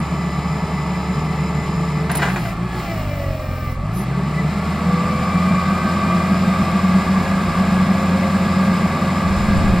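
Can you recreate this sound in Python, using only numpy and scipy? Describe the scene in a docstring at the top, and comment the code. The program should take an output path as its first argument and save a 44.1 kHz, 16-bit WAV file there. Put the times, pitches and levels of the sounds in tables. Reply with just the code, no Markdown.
"""A forklift's four-cylinder engine drones in a yard, with a steady whine as it lifts its carriage.
After two seconds the steel mast clatters at the top. The engine sags to idle and the pump groans
while oil whistles through a narrow valve. Then the engine speeds up and the carriage comes down,
its ram ringing thinly. Engine speed and pump strain set the level of exhaust, clatter, fan and gears.
Buildings echo faintly, and near the end gusts brush the microphone."""
import sys
import numpy as np
from scipy import signal
from scipy.fft import rfft, irfft
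from scipy.io import wavfile
from scipy.ndimage import uniform_filter1d

SR = 44100
rng = np.random.default_rng(int(sys.argv[2]) if len(sys.argv) > 2 else 0)


def inscribe(sig):
    """Save sig as 16-bit PCM at rate SR to the path in sys.argv[1].

    A 1-D sig is mono; a 2-D sig holds one channel per row.
    Samples are clipped to [-1, 1] before scaling.
    """
    pcm = np.round(np.clip(np.atleast_2d(sig).T, -1, 1) * 32767)
    wavfile.write(sys.argv[1], SR, pcm.astype(np.int16))


N = 432180
T = np.arange(N) / SR
HZ = np.arange(N // 2 + 1) * SR / N


# How fast the engine runs. Each row: time in seconds, firings per second.
ENGINE_SPEED = [(0, 71.4), (1.1, 72.06), (2.17, 72.17), (2.39, 58.1), (2.5, 54.87), (2.72, 61.4),
                (3.08, 48.97), (3.38, 44.02), (3.74, 41.48), (3.96, 57.9), (4.3, 69.83), (4.6, 75.37),
                (4.95, 81.02), (5.55, 84.6), (6.5, 86.65), (7.2, 88.39), (9.8, 88.34)]

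def crankshaft():
    """The spinning engine: firings so far, firings per second, and throttle from 0 to 1."""
    hz = uniform_filter1d(curves(ENGINE_SPEED)[0], int(0.061 * SR))  # the flywheel smooths changes
    speeding_up = np.clip(np.gradient(hz) * SR / 36.5, 0, 1)  # full at 36.5 Hz per second
    throttle = uniform_filter1d(speeding_up, int(0.25 * SR))
    drifting_hz = hz * (1 + 0.0012 * wander(3.973))
    stumble = 0.021 * throttle ** 2 * wander(86)  # the crank runs unevenly as it gathers speed
    return np.cumsum(drifting_hz) / SR + stumble, hz, throttle


def racing(hz):
    """0 at cruising speed and below, 1 near full speed."""
    return np.clip((hz - 73) / 13, 0, 1)


def loudness(hz, strain, cruise_db, doubling_db, racing_db, strain_db):
    """A part's level in dB: its level at 72 firings a second, changed by speed and pump strain."""
    return cruise_db + doubling_db * np.log2(hz / 72) + racing_db * racing(hz) + strain_db * strain


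# The boom of the hot muffler. Each row: frequency in Hz, level in dB.
MUFFLER = [(40, -24.5), (90, -19.5), (120, -18.5), (155, -9.5), (175, -5.5), (194, 2), (215, -7),
           (245, -16.5), (320, -30.5), (600, -34.5)]
# How strongly the four cylinders fire at idle. Each entry: level in dB.
CYLINDER_DB = [0.73, -0.69, 0.8, -1.1]
# The puff of gas from each firing at idle. Each row: frequency in Hz, level in dB.
CHUG = [(50, 7.5), (110, -4), (190, -2), (260, -10), (400, -27)]

def exhaust(firings, hz, strain):
    """Firings make a low tone that breaks into uneven chugs at idle; gas booms in the muffler."""
    tone_db = loudness(hz, strain, cruise_db=-31.5, doubling_db=6, racing_db=0.46, strain_db=0.5)
    tone_db += 0.32 * wander(3.4)
    rumble_db = loudness(hz, strain, cruise_db=-20.5, doubling_db=9.5, racing_db=1.5, strain_db=0)
    rumble_db += wander(17)
    idle, fast = np.clip((62 - hz) / 12, 0, 1), racing(hz)
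    count = int(firings[-1]) + 2
    firing_db = np.resize(CYLINDER_DB, count) + 1.2 * rng.standard_normal(count)
    lumps = undb(idle * np.interp(firings, np.arange(count), firing_db))
    # Each row: multiple of the firing rate, level in dB when running, level in dB at idle.
    harmonics = [(1, 0.5, -1), (2, -3.5, 8), (3, -14, 5.5), (4, -20.5, -27), (5, -22.5, -6.5)]
    tones = 0
    for multiple, run_db, idle_db in harmonics:
        level_db = tone_db + run_db + idle * (idle_db - run_db) + wander(22)
        tones += np.sqrt(2) * undb(level_db) * np.cos(2 * np.pi * multiple * firings)
    flow = noise() * throb(firings, 0.55)
    cool = colour(flow, [(f * 0.929, db) for f, db in MUFFLER])  # slow, cool gas booms lower
    boom = unit(blend(cool, colour(flow, MUFFLER), fast))
    boom /= np.sqrt(uniform_filter1d(boom ** 2, int(0.2 * SR)))  # steady flow: no chance swells
    boom *= undb(rumble_db - 2.45 + np.interp(hz, [44, 56], [-11, 0]))
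    # a hum just above the second harmonic beats against it
    hum = tone(2.11 * firings, rumble_db - 7 - 10 * idle, flutter_db=3.5, wobble=0.62)
    puffs = noise() * np.exp(-(firings % 1) / 0.97)
    chugs = idle * undb(-31) * colour(puffs, CHUG)
    return lumps * (tones + chugs) + hum + boom


def knocks(firings, loose, count=120):
    """Valves and pistons knock at the same points of every four firings; loose parts add a rush."""
    offsets = 4 * (np.arange(count) + rng.random(count)) / count
    signs = rng.choice([-1, 1], count)
    cycle_starts = 4 * np.arange(count * 2)[:, None]
    at = np.interp(cycle_starts + offsets, firings, np.arange(N), right=0).ravel()
    sizes = signs * (1 + 0.63 * rng.standard_normal((len(cycle_starts), count)))
    sizes = sizes.ravel() * (at > 0)
    sample, fraction = at.astype(int), at % 1  # each click is shared between two samples
    clicks = np.bincount(sample, sizes * (1 - fraction), N + 1)
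    clicks += np.bincount(sample + 1, sizes * fraction, N + 1)
    return (unit(clicks[:N]) + loose * noise()) * throb(firings, 0.033)


# The block's slow clatter, fast clatter and high rasp. Each row: frequency in Hz, level in dB.
CLATTER_SLOW = [(200, 4.5), (270, 1.5), (400, 0.5), (510, -5), (620, 1), (780, 1), (900, -2.5),
                (1020, -7.5), (1310, -1), (1470, -15), (1640, -10.5), (1760, -2.5), (1880, -15.5),
                (2050, -6.5), (2400, -9), (2800, -17), (3600, -66)]
CLATTER_FAST = [(150, -56), (270, 2), (400, 1.5), (480, -0.5), (680, 6), (850, 2), (1000, 0.5), (1300, -1),
                (1450, -6.5), (1640, 0.5), (1880, -11), (2050, -3), (2450, -5.5), (2900, -15), (3600, -54)]
RASP = [(2000, 5), (2900, 2), (3600, 0.5), (4300, 2.5), (4700, -1.5), (5150, 0), (5700, -7.5), (6500, -13),
        (7250, -4), (7900, -7.5), (8700, -6.5), (9800, -36.5), (10800, -9), (13300, -20), (15500, -19)]
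# The notes the engine casing rings at. Each row: pitch in Hz, width in Hz, level in dB.
CASING = [(1152.3, 38, 9.5), (1191, 38, 2), (1257, 17, 3.5), (2014, 22, 0)]

def engine_block(firings, hz, strain):
    """Knocks in time with the crank rattle the block, ring the casing and rasp in the treble."""
    slow = colour(knocks(firings, loose=1.75), CLATTER_SLOW)
    quick = colour(knocks(firings, loose=1.34), CLATTER_FAST)
    clatter_db = loudness(hz, strain, cruise_db=-30, doubling_db=11.5, racing_db=-0.88, strain_db=3.5)
    casing_db = loudness(hz, strain, cruise_db=-35, doubling_db=5.5, racing_db=4, strain_db=0)
    rasp_db = loudness(hz, strain, cruise_db=-41.5, doubling_db=11.5, racing_db=1, strain_db=6)
    clatter = blend(slow, quick, racing(hz)) * undb(clatter_db)
    casing = ring(knocks(firings, loose=0.96), CASING) * undb(casing_db + 0.82 * wander(18))
    rasp = colour(knocks(firings, loose=1.86), RASP) * undb(rasp_db + 0.5 * wander(39))
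    return clatter + casing + rasp


# The tones of the gear teeth. Each row: multiple of the firing rate, level in dB.
GEAR_TONES = [(13, -49.5), (13.39, -46.5), (13.5, -50.5), (14.5, -44), (18.87, -53), (28, -57.5)]
# The notes the gear housing rings at. Each row: pitch in Hz, width in Hz, level in dB.
HOUSING = [(836, 160, -0.5), (962, 7.1, 5.5), (1179, 82, 10), (1685, 49, 15.5), (2007, 120, 16),
           (2356, 160, 10.5)]
# The speed at which the drive twists most. Each row: firings per second, width in Hz, level in dB.
TWIST = [(84.26, 3.1, 10.5)]

def gears(firings, hz, strain):
    """Tooth tones swell as they glide past the housing's notes; all howl when the drive twists."""
    load_db = loudness(hz, strain, cruise_db=0.5, doubling_db=4, racing_db=-6, strain_db=5.5)
    slack = np.interp(hz, [55, 75], [0.9, 0.65])  # the teeth rattle more loosely at idle
    teeth = 0
    for multiple, db in GEAR_TONES:
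        whine = tone(multiple * firings, db + load_db, flutter_db=2, wobble=slack)
        teeth += whine * swell(multiple * hz, HOUSING, base_db=-17)
    return teeth * swell(hz, TWIST, base_db=-3)


# The tones of the fan. Each row: multiple of the rate at which blades pass, level in dB.
FAN_TONES = [(1, -1), (2, -1), (3, -1.5), (4, -6.5), (5, -14), (6, -11), (7, -8), (8, -17), (9, -10)]
# The notes the fan's cover rings at. Each row: pitch in Hz, width in Hz, level in dB.
FAN_COVER = [(361, 9, 11), (402, 9.4, 14.5), (439.5, 3.6, 7.5), (494, 20, 12.5), (539.5, 6, 7.5),
             (600, 38, 2), (1077, 5, 2), (1350, 45, 4.5), (1559, 13.4, 10), (1620, 17, -4)]

def fan(firings, hz, strain, blades_per_firing=6.087):
    """The belt-driven fan sings; each tone swells as it passes a note of the cover."""
    fan_db = loudness(hz, strain, cruise_db=-48, doubling_db=-1.5, racing_db=3, strain_db=1.7)
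    song = 0
    for multiple, db in FAN_TONES:
        ratio = multiple * blades_per_firing
        whine = tone(ratio * firings, fan_db + db, flutter_db=2.8, wobble=0.2)
        song += whine * swell(ratio * hz, FAN_COVER, base_db=-1.5)
    return song


# The pump's whine. Each row: multiple of the tooth rate, level in dB. Skipped multiples are filled in.
PUMP_TONES = [(1, -2.5), (2, 3.5), (3, -7), (4, -14), (5, -21), (6, -9), (7, -11.5), (8, -12), (9, -14),
              (14, -24), (22, -31)]
# The tones of the pump's drive. Each row: multiple of the firing rate, level in dB.
DRIVE_TONES = [(13.3, -13), (14.0, -1.5), (14.5, -9.5), (28.2, -2), (56, -13)]
# The notes of the pump's body and bracket. Each row: pitch in Hz, width in Hz, level in dB.
PUMP_BODY = [(278, 42, -9), (578, 42, 1), (648, 70, -2), (2016, 56, 8), (2340, 70, 4), (2840, 120, -2),
             (5330, 200, 0)]
BRACKET = [(623, 25, 5), (686, 45, -5), (1183, 60, -1), (2880, 110, -4)]
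# Oil pressure. Each row: time in seconds, pressure (near 1 when the relief valve blows).
PRESSURE = [(2.1, 0.26), (2.2, 1.5), (2.38, 0.21), (2.48, 1), (2.55, 0.13), (2.76, 0), (2.88, 0.97),
            (3.08, 0.96), (3.21, 1.28), (3.45, 0.98), (3.6, 1.1), (3.71, 0.94), (3.76, 0.044)]

def pump(firings, hz, strain, teeth_per_firing=6.087):
    """Under pressure the pump's teeth groan, its drive shakes the bracket and oil rings its body."""
    pump_db = loudness(hz, strain, cruise_db=-32.5, doubling_db=7, racing_db=-1.5, strain_db=-2.5)
    tooth_phase = 2 * np.pi * (teeth_per_firing * firings + 0.02 * wander(60))
    multiples, levels_db = np.transpose(PUMP_TONES)
    whine = drive = 0
    for k in range(1, round(multiples[-1]) + 1):
        gain = undb(np.interp(k, multiples, levels_db))
        gain *= swell(k * teeth_per_firing * hz, PUMP_BODY, base_db=-6)
        whine += gain * np.sin(k * tooth_phase + k * k)  # k * k keeps the peaks from lining up
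    whine *= np.sqrt(2) * undb(pump_db + 2 * wander(59))
    for multiple, db in DRIVE_TONES:
        shake = tone(multiple * firings, pump_db + db, flutter_db=2.5, wobble=0.7)
        drive += shake * swell(multiple * hz, BRACKET, base_db=-14)
    rush = ring(knocks(firings, loose=1.2), PUMP_BODY) * undb(pump_db - 11.5)
    return curves(PRESSURE)[0] * (whine + drive + rush) * throb(firings, 0.35)


# Blows of rail on rail. Each row: start in seconds, level in dB, seconds to fade by 60 dB.
BLOWS = [(2.096, -16.5, 0.15), (2.117, -25, .1), (2.146, -26, 0.09), (2.194, -20, 0.22),
         (2.219, -14.5, 0.2), (2.227, -13, .2), (2.259, -21, 0.26), (2.284, -22.5, .18), (2.301, -24.5, .1),
         (2.36, -16.5, 0.13), (2.457, -25, .08)]
# The crash of the steel rails. Each row: frequency in Hz, level in dB.
RAIL_CRASH = [(180, -42), (320, -4), (600, -6), (930, 1.5), (1110, -7), (1600, -1), (1970, -7), (2500, -12),
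              (3250, -15), (4300, -18), (5800, -33), (7000, -22.5), (8740, -31), (9800, -66), (10600, -36),
              (15000, -48)]
# The notes the rails ring at. Each row: pitch in Hz, width in Hz, level in dB.
RAIL_NOTES = [(706, 27, 3), (1004, 24, -0.5), (1434, 18, 1), (1587, 30, 1.5), (1860, 17, -0.5),
              (2010, 18, 2), (2400, 30, -5)]
# Snaps of the lift chain. Each row: start in seconds, level in dB.
CHAIN_SNAPS = [(2.114, -27), (2.152, -22.5), (2.17, -23)]

def mast():
    """The rails knock together, crash and ring; the lift chain snaps taut."""
    power = 0
    for start, db, fade_s in BLOWS:
        hard_contact = burst(start, db - 7, fade_s=0.025)
        power += burst(start, db, fade_s) ** 2 + hard_contact ** 2
    steel = 0.5 * (colour(noise(), RAIL_CRASH) + ring(noise(), RAIL_NOTES))
    steel *= undb(0.65 * wander(230))
    snaps = sum(burst(start, db + 1.5, fade_s=0.032) for start, db in CHAIN_SNAPS)
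    snaps = uniform_filter1d(snaps, SR // 300)  # links take the load in turn, softening each snap
    chain = colour(noise(), [(2000, 13), (6000, 1), (12000, 5), (15500, 2)])
    return np.sqrt(power) * steel + snaps * chain


# Valve openings. Each row: start, end and rise time in seconds, then the levels in dB
# of oil hiss, whistle and ram hiss, then the strain on the pump from 0 to 1.
OPENINGS = [(0, 2, 0.0047, -88, -90, -48, 0), (2.09, 2.505, .08, -53, -55, -54, .9),
            (2.68, 3.715, .1, -64.5, -51.5, -70, 1), (3.92, 4.015, .03, -44.5, -58, -66, 0),
            (4.2, 11, 2.5, -62.5, -78, -67, 0.14)]
# Spurts of oil as the valve moves. Each row: start in seconds, oil hiss in dB, ram hiss in dB.
SPURTS = [(2.48, -69, -74), (2.755, -63, -49), (3.71, -52, -62)]

def valve():
    """The valve opens and shuts: gives the gains of hiss, whistle and ram, and the pump strain."""
    ease = int(0.023 * SR)  # the valve cannot jump
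    hiss = whistle = ram = strain = 0
    for start, end, rise, hiss_db, whistle_db, ram_db, load in OPENINGS:
        opening = uniform_filter1d(gate(start, end, rise, fall=0.05), ease)
        hiss += opening * undb(hiss_db)
        whistle += opening * undb(whistle_db)
        ram += opening * undb(ram_db)
        strain += opening * load
    for start, hiss_db, ram_db in SPURTS:
        spurt = uniform_filter1d(burst(start, 0, fade_s=0.14), ease)
        hiss += spurt * undb(hiss_db)
        ram += spurt * undb(ram_db)
    return hiss, whistle, ram, strain


# The hiss of rushing oil. Each row: frequency in Hz, level in dB.
OIL_HISS = [(3000, 13), (6000, 13), (8500, -8), (11500, 20), (13300, 7), (15500, -9)]
# The ram's hiss and the valve's whistle. Each row: pitch in Hz, width in Hz, level in dB.
RAM_HISS = [(5044, 76, 6), (7150, 180, 0)]
WHISTLE = [(12200, 90, 3), (15287, 843, 3)]

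def oil_flow(hiss_gain, whistle_gain, ram_gain):
    """The ram (the lifting piston) hisses; oil rushes through the valve, whistling if it is narrow."""
    ram = ram_gain * ring(noise(), RAM_HISS) * undb(0.76 * wander(23))
    hiss = hiss_gain * colour(noise(), OIL_HISS) * undb(1.7 * wander(44))
    whistle = whistle_gain * ring(noise(), WHISTLE) * undb(1.3 * wander(30))
    return ram + hiss + whistle


# The whine of lifting. Each row: multiple of the firing rate, level in dB.
LIFT_TONES = [(4.5, -44), (5.47, -47), (11.5, -44.5), (12.174, -44), (12.47, -43), (18.24, -48),
              (24.3, -53), (27.95, -51), (29, -53), (30.4, -51)]

def lift_drive(firings, end_s=2.15, fade_s=0.25):
    """The loaded drive sings a steady chord until the mast reaches its stop."""
    chord = sum(tone(multiple * firings, db - 2.5, flutter_db=2.5, wobble=0.32)
                for multiple, db in LIFT_TONES)
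    return chord * np.clip(1 - (T - end_s) / fade_s, 0, 1)


# Engine tones that reach the hood. Each row: multiple of the firing rate, level in dB.
HOOD_TONES = [(4, -41), (7.5, -42)]
# The notes the hood panels ring at. Each row: pitch in Hz, width in Hz, level in dB.
HOOD_PANELS = [(342, 11, -2.5), (643, 9, 7)]

def hood(firings, hz):
    """The hood panels hum when an engine tone passes one of their own notes."""
    return sum(tone(multiple * firings, db, flutter_db=1, wobble=0.26)
               * swell(multiple * hz, HOOD_PANELS, base_db=-14.5) for multiple, db in HOOD_TONES)


# The notes of the ram sliding in. Each row: pitch in Hz, width in Hz, level in dB.
SLIDE_NOTES = [(3240, 14, 0), (3685, 28.1, 3), (3970, 18, -4), (4300, 22, -6), (4570, 18, -6),
               (4870, 14, 3), (5160, 54, 1), (7130, 45, -3), (7550, 43, -2), (8000, 15.97, -4)]

def sliding_ram(start_s=4, rise_s=1):
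    """The steel cylinder gives a thin metallic ring while the carriage comes down."""
    sliding = np.clip((T - start_s) / rise_s, 0, 1)
    return sliding * ring(noise(), SLIDE_NOTES) * undb(-47.5 + 1.5 * wander(10))


# Roller squeaks. Each row: start in seconds, length in seconds, pitch in Hz, level in dB.
SQUEAKS = [(4.37, 0.032, 2005, -34), (8.227, 0.0089, 2092, -25.5)]

def rollers():
    """The carriage rollers catch and squeak briefly in the rails."""
    return sum(gate(start, start + length, rise=0.0091, fall=0.0092)
               * tone(hz * T, db, flutter_db=4.5, wobble=0.4) for start, length, hz, db in SQUEAKS)


# Gusts of wind. Each row: start, end and build-up time in seconds, level in dB.
GUSTS = [(6.4, 7.9, 1.2, -34), (9.19, 9.73, 0.1, -22.5), (9.44, 9.7, 0.2, -28)]
# The rumble of wind on the microphone. Each row: frequency in Hz, level in dB.
WIND_RUMBLE = [(12, 6), (28, -8), (60, 6), (100, -1), (200, -8.5), (500, -23.5), (1500, -70)]

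def wind():
    """Gusts buffet both microphone openings alike; a light breeze flutters differently at each."""
    gust = sum(undb(db) * gate(start, end, rise, fall=0.22) for start, end, rise, db in GUSTS)
    gust *= undb(2 * wander(14))  # quick buffets
    flutter = 0.2 * gust + undb(-51.5 + 2.5 * wander(5.6))
    middle = gust * colour(noise(), WIND_RUMBLE)
    side = flutter * colour(noise(), WIND_RUMBLE)
    return np.array([middle + side, middle - side])


# Which side is louder. Each row: frequency in Hz, left minus right in dB.
STEREO_BALANCE = [(60, -1.3), (110, 0.6), (200, 0), (380, -1.5), (700, 0.2), (1290, 0), (2380, 3),
                  (4400, -2.5), (8120, -0.5), (15000, -1)]
# Which side hears it first. Each row: frequency in Hz, the left side's lead in radians.
STEREO_LEAD = [(100, 0.026), (400, -0.027), (550, -0.2), (1100, -0.058), (1600, -.42), (2100, -0.57),
               (2700, 0.66), (4000, 0.16), (5000, 0.012), (5900, -.9), (6800, .5), (7500, -0.076),
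               (15000, 0)]
# Stereo width of the treble: narrow high bands that sound spread out between left and right.
# Each row: frequency in Hz, level of the spread-out part in dB compared with the middle.
TREBLE_WIDTH = [(1000, -56), (3000, -17), (4400, -37), (5200, -6.5), (6400, 2.5), (7200, -8), (8000, -24),
                (8700, 2.5), (9800, 22.5), (10700, 8.5), (11500, -27), (12500, -12), (13400, 12),
                (14500, -11), (15500, -20)]

def yard(x, echo_db, fade_s):
    """Sound reaches left and right slightly apart, some high bands sound wide and buildings echo."""
    def tail(delay, decay):
        response = noise() * burst(delay, 0, decay) * (T < delay + decay)
        return rfft(response / np.sqrt(np.sum(response ** 2)))
    balance = np.tanh(across(STEREO_BALANCE) * np.log(10) / 40)
    lead = 1j * np.tan(across(STEREO_LEAD) / 2)
    width = tail(delay=0, decay=0.039) * undb(across(TREBLE_WIDTH))
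    echo_colour = across([(90, -33), (190, -18), (380, -29), (600, -11.5), (1000, -5), (2000, 3),
                          (4000, 1.5), (8000, -10)])
    echo = tail(delay=0.027, decay=fade_s) * undb(echo_db + echo_colour)
    side = irfft(rfft(x) * (balance + lead + width + echo), N)
    return np.array([x + side, x - side])


def undb(db):
    """Turn decibels into a gain to multiply by."""
    return 10 ** (np.asarray(db) / 20)


def unit(x):
    """Scale a signal to an average power of 1."""
    return x / np.sqrt(np.mean(x ** 2))


def noise():
    """White noise, an even hiss."""
    return rng.standard_normal(N)


def wander(rate_hz):
    """A smooth random drift, about 1 in size."""
    width = int(SR / rate_hz)
    smoothed = uniform_filter1d(noise(), width, mode="wrap")
    return unit(uniform_filter1d(smoothed, width, mode="wrap"))


def curves(table):
    """Join the rows of a timed table into one curve for each column of values."""
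    times, *columns = np.transpose(table)
    return [np.interp(T, times, column) for column in columns]


def across(points):
    """Join rows of frequency and value into a curve over all pitches."""
    hz, value = np.transpose(points)
    return np.interp(np.log(HZ + 1), np.log(hz), value)


def colour(x, points):
    """Shape a sound's lows and highs, rolling off beyond the table's ends; power 1."""
    low_cut = 1 + (points[0][0] / (HZ + 1) / 2) ** 4
    high_cut = 1 + (HZ / points[-1][0] / 2) ** 4
    return unit(irfft(rfft(x) * undb(across(points)) / (low_cut * high_cut), N))


def ring(x, notes):
    """Let a sound ring an object at its own notes (its resonances); power 1."""
    response = sum(undb(db) / (1 + 1j * (HZ - hz ** 2 / (HZ + 1)) / (2 * width)) ** 2
                   for hz, width, db in notes)
    return unit(irfft(rfft(x) * response, N))


def swell(hz, notes, base_db):
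    """The gain of a gliding tone, which rises near each of an object's own notes."""
    grid = np.linspace(hz.min(), hz.max(), SR // 100)
    peaks = sum(undb(db) / (1 + ((grid - centre) / width) ** 2) ** 2 for centre, width, db in notes)
    return np.interp(hz, grid, undb(base_db) + peaks)


def tone(cycles, db, flutter_db, wobble):
    """A machine tone that wavers in level and in phase (wobble, in radians)."""
    gain = np.sqrt(2) * undb(db + flutter_db * wander(20.4))
    return gain * np.sin(2 * np.pi * cycles + wobble * wander(18.4))


def throb(firings, depth):
    """A gain that pulses once with every firing."""
    return 1 + depth * np.cos(2 * np.pi * firings)


def blend(first, second, share):
    """Fade from the first sound to the second as share goes from 0 to 1."""
    return np.sqrt(1 - share) * first + np.sqrt(share) * second


def burst(start, db, fade_s):
    """The loudness of a blow: a quick rise, then a fall of 60 dB in fade_s seconds."""
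    age = np.maximum(T - start, 0)
    return undb(db - 60 * np.minimum(age / fade_s, 2)) * (1 - np.exp(-age / 0.00027))


def gate(start, end, rise, fall):
    """A gain that rises, holds and falls away; all times in seconds."""
    return np.clip((T - start) / rise, 0, 1) * np.clip(1 - (T - end) / fall, 0, 1)


def scene():
    """The whole forklift, the yard and the wind."""
    firings, hz, throttle = crankshaft()
    hiss, whistle, ram, strain = valve()
    engine = sum(part(firings, hz, strain) for part in (exhaust, engine_block, fan, gears))
    engine += hood(firings, hz) + lift_drive(firings) + pump(firings, hz, strain)
    engine *= undb(1.06 * throttle)  # a little louder while gathering speed
    forklift = engine + mast() + oil_flow(hiss, whistle, ram) + sliding_ram() + rollers()
    return yard(forklift, echo_db=-16, fade_s=0.54) + wind()


def record(dry, fade_s=0.004, top_hz=15800):
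    """The sound starts and ends without a click; the phone cuts the highest treble."""
    faded = dry * gate(0, T[-1] - fade_s, fade_s, fade_s)
    return signal.sosfilt(signal.ellip(14, 0.2, 90, top_hz, fs=SR, output="sos"), faded)


dry = scene()
out = record(dry)
inscribe(out)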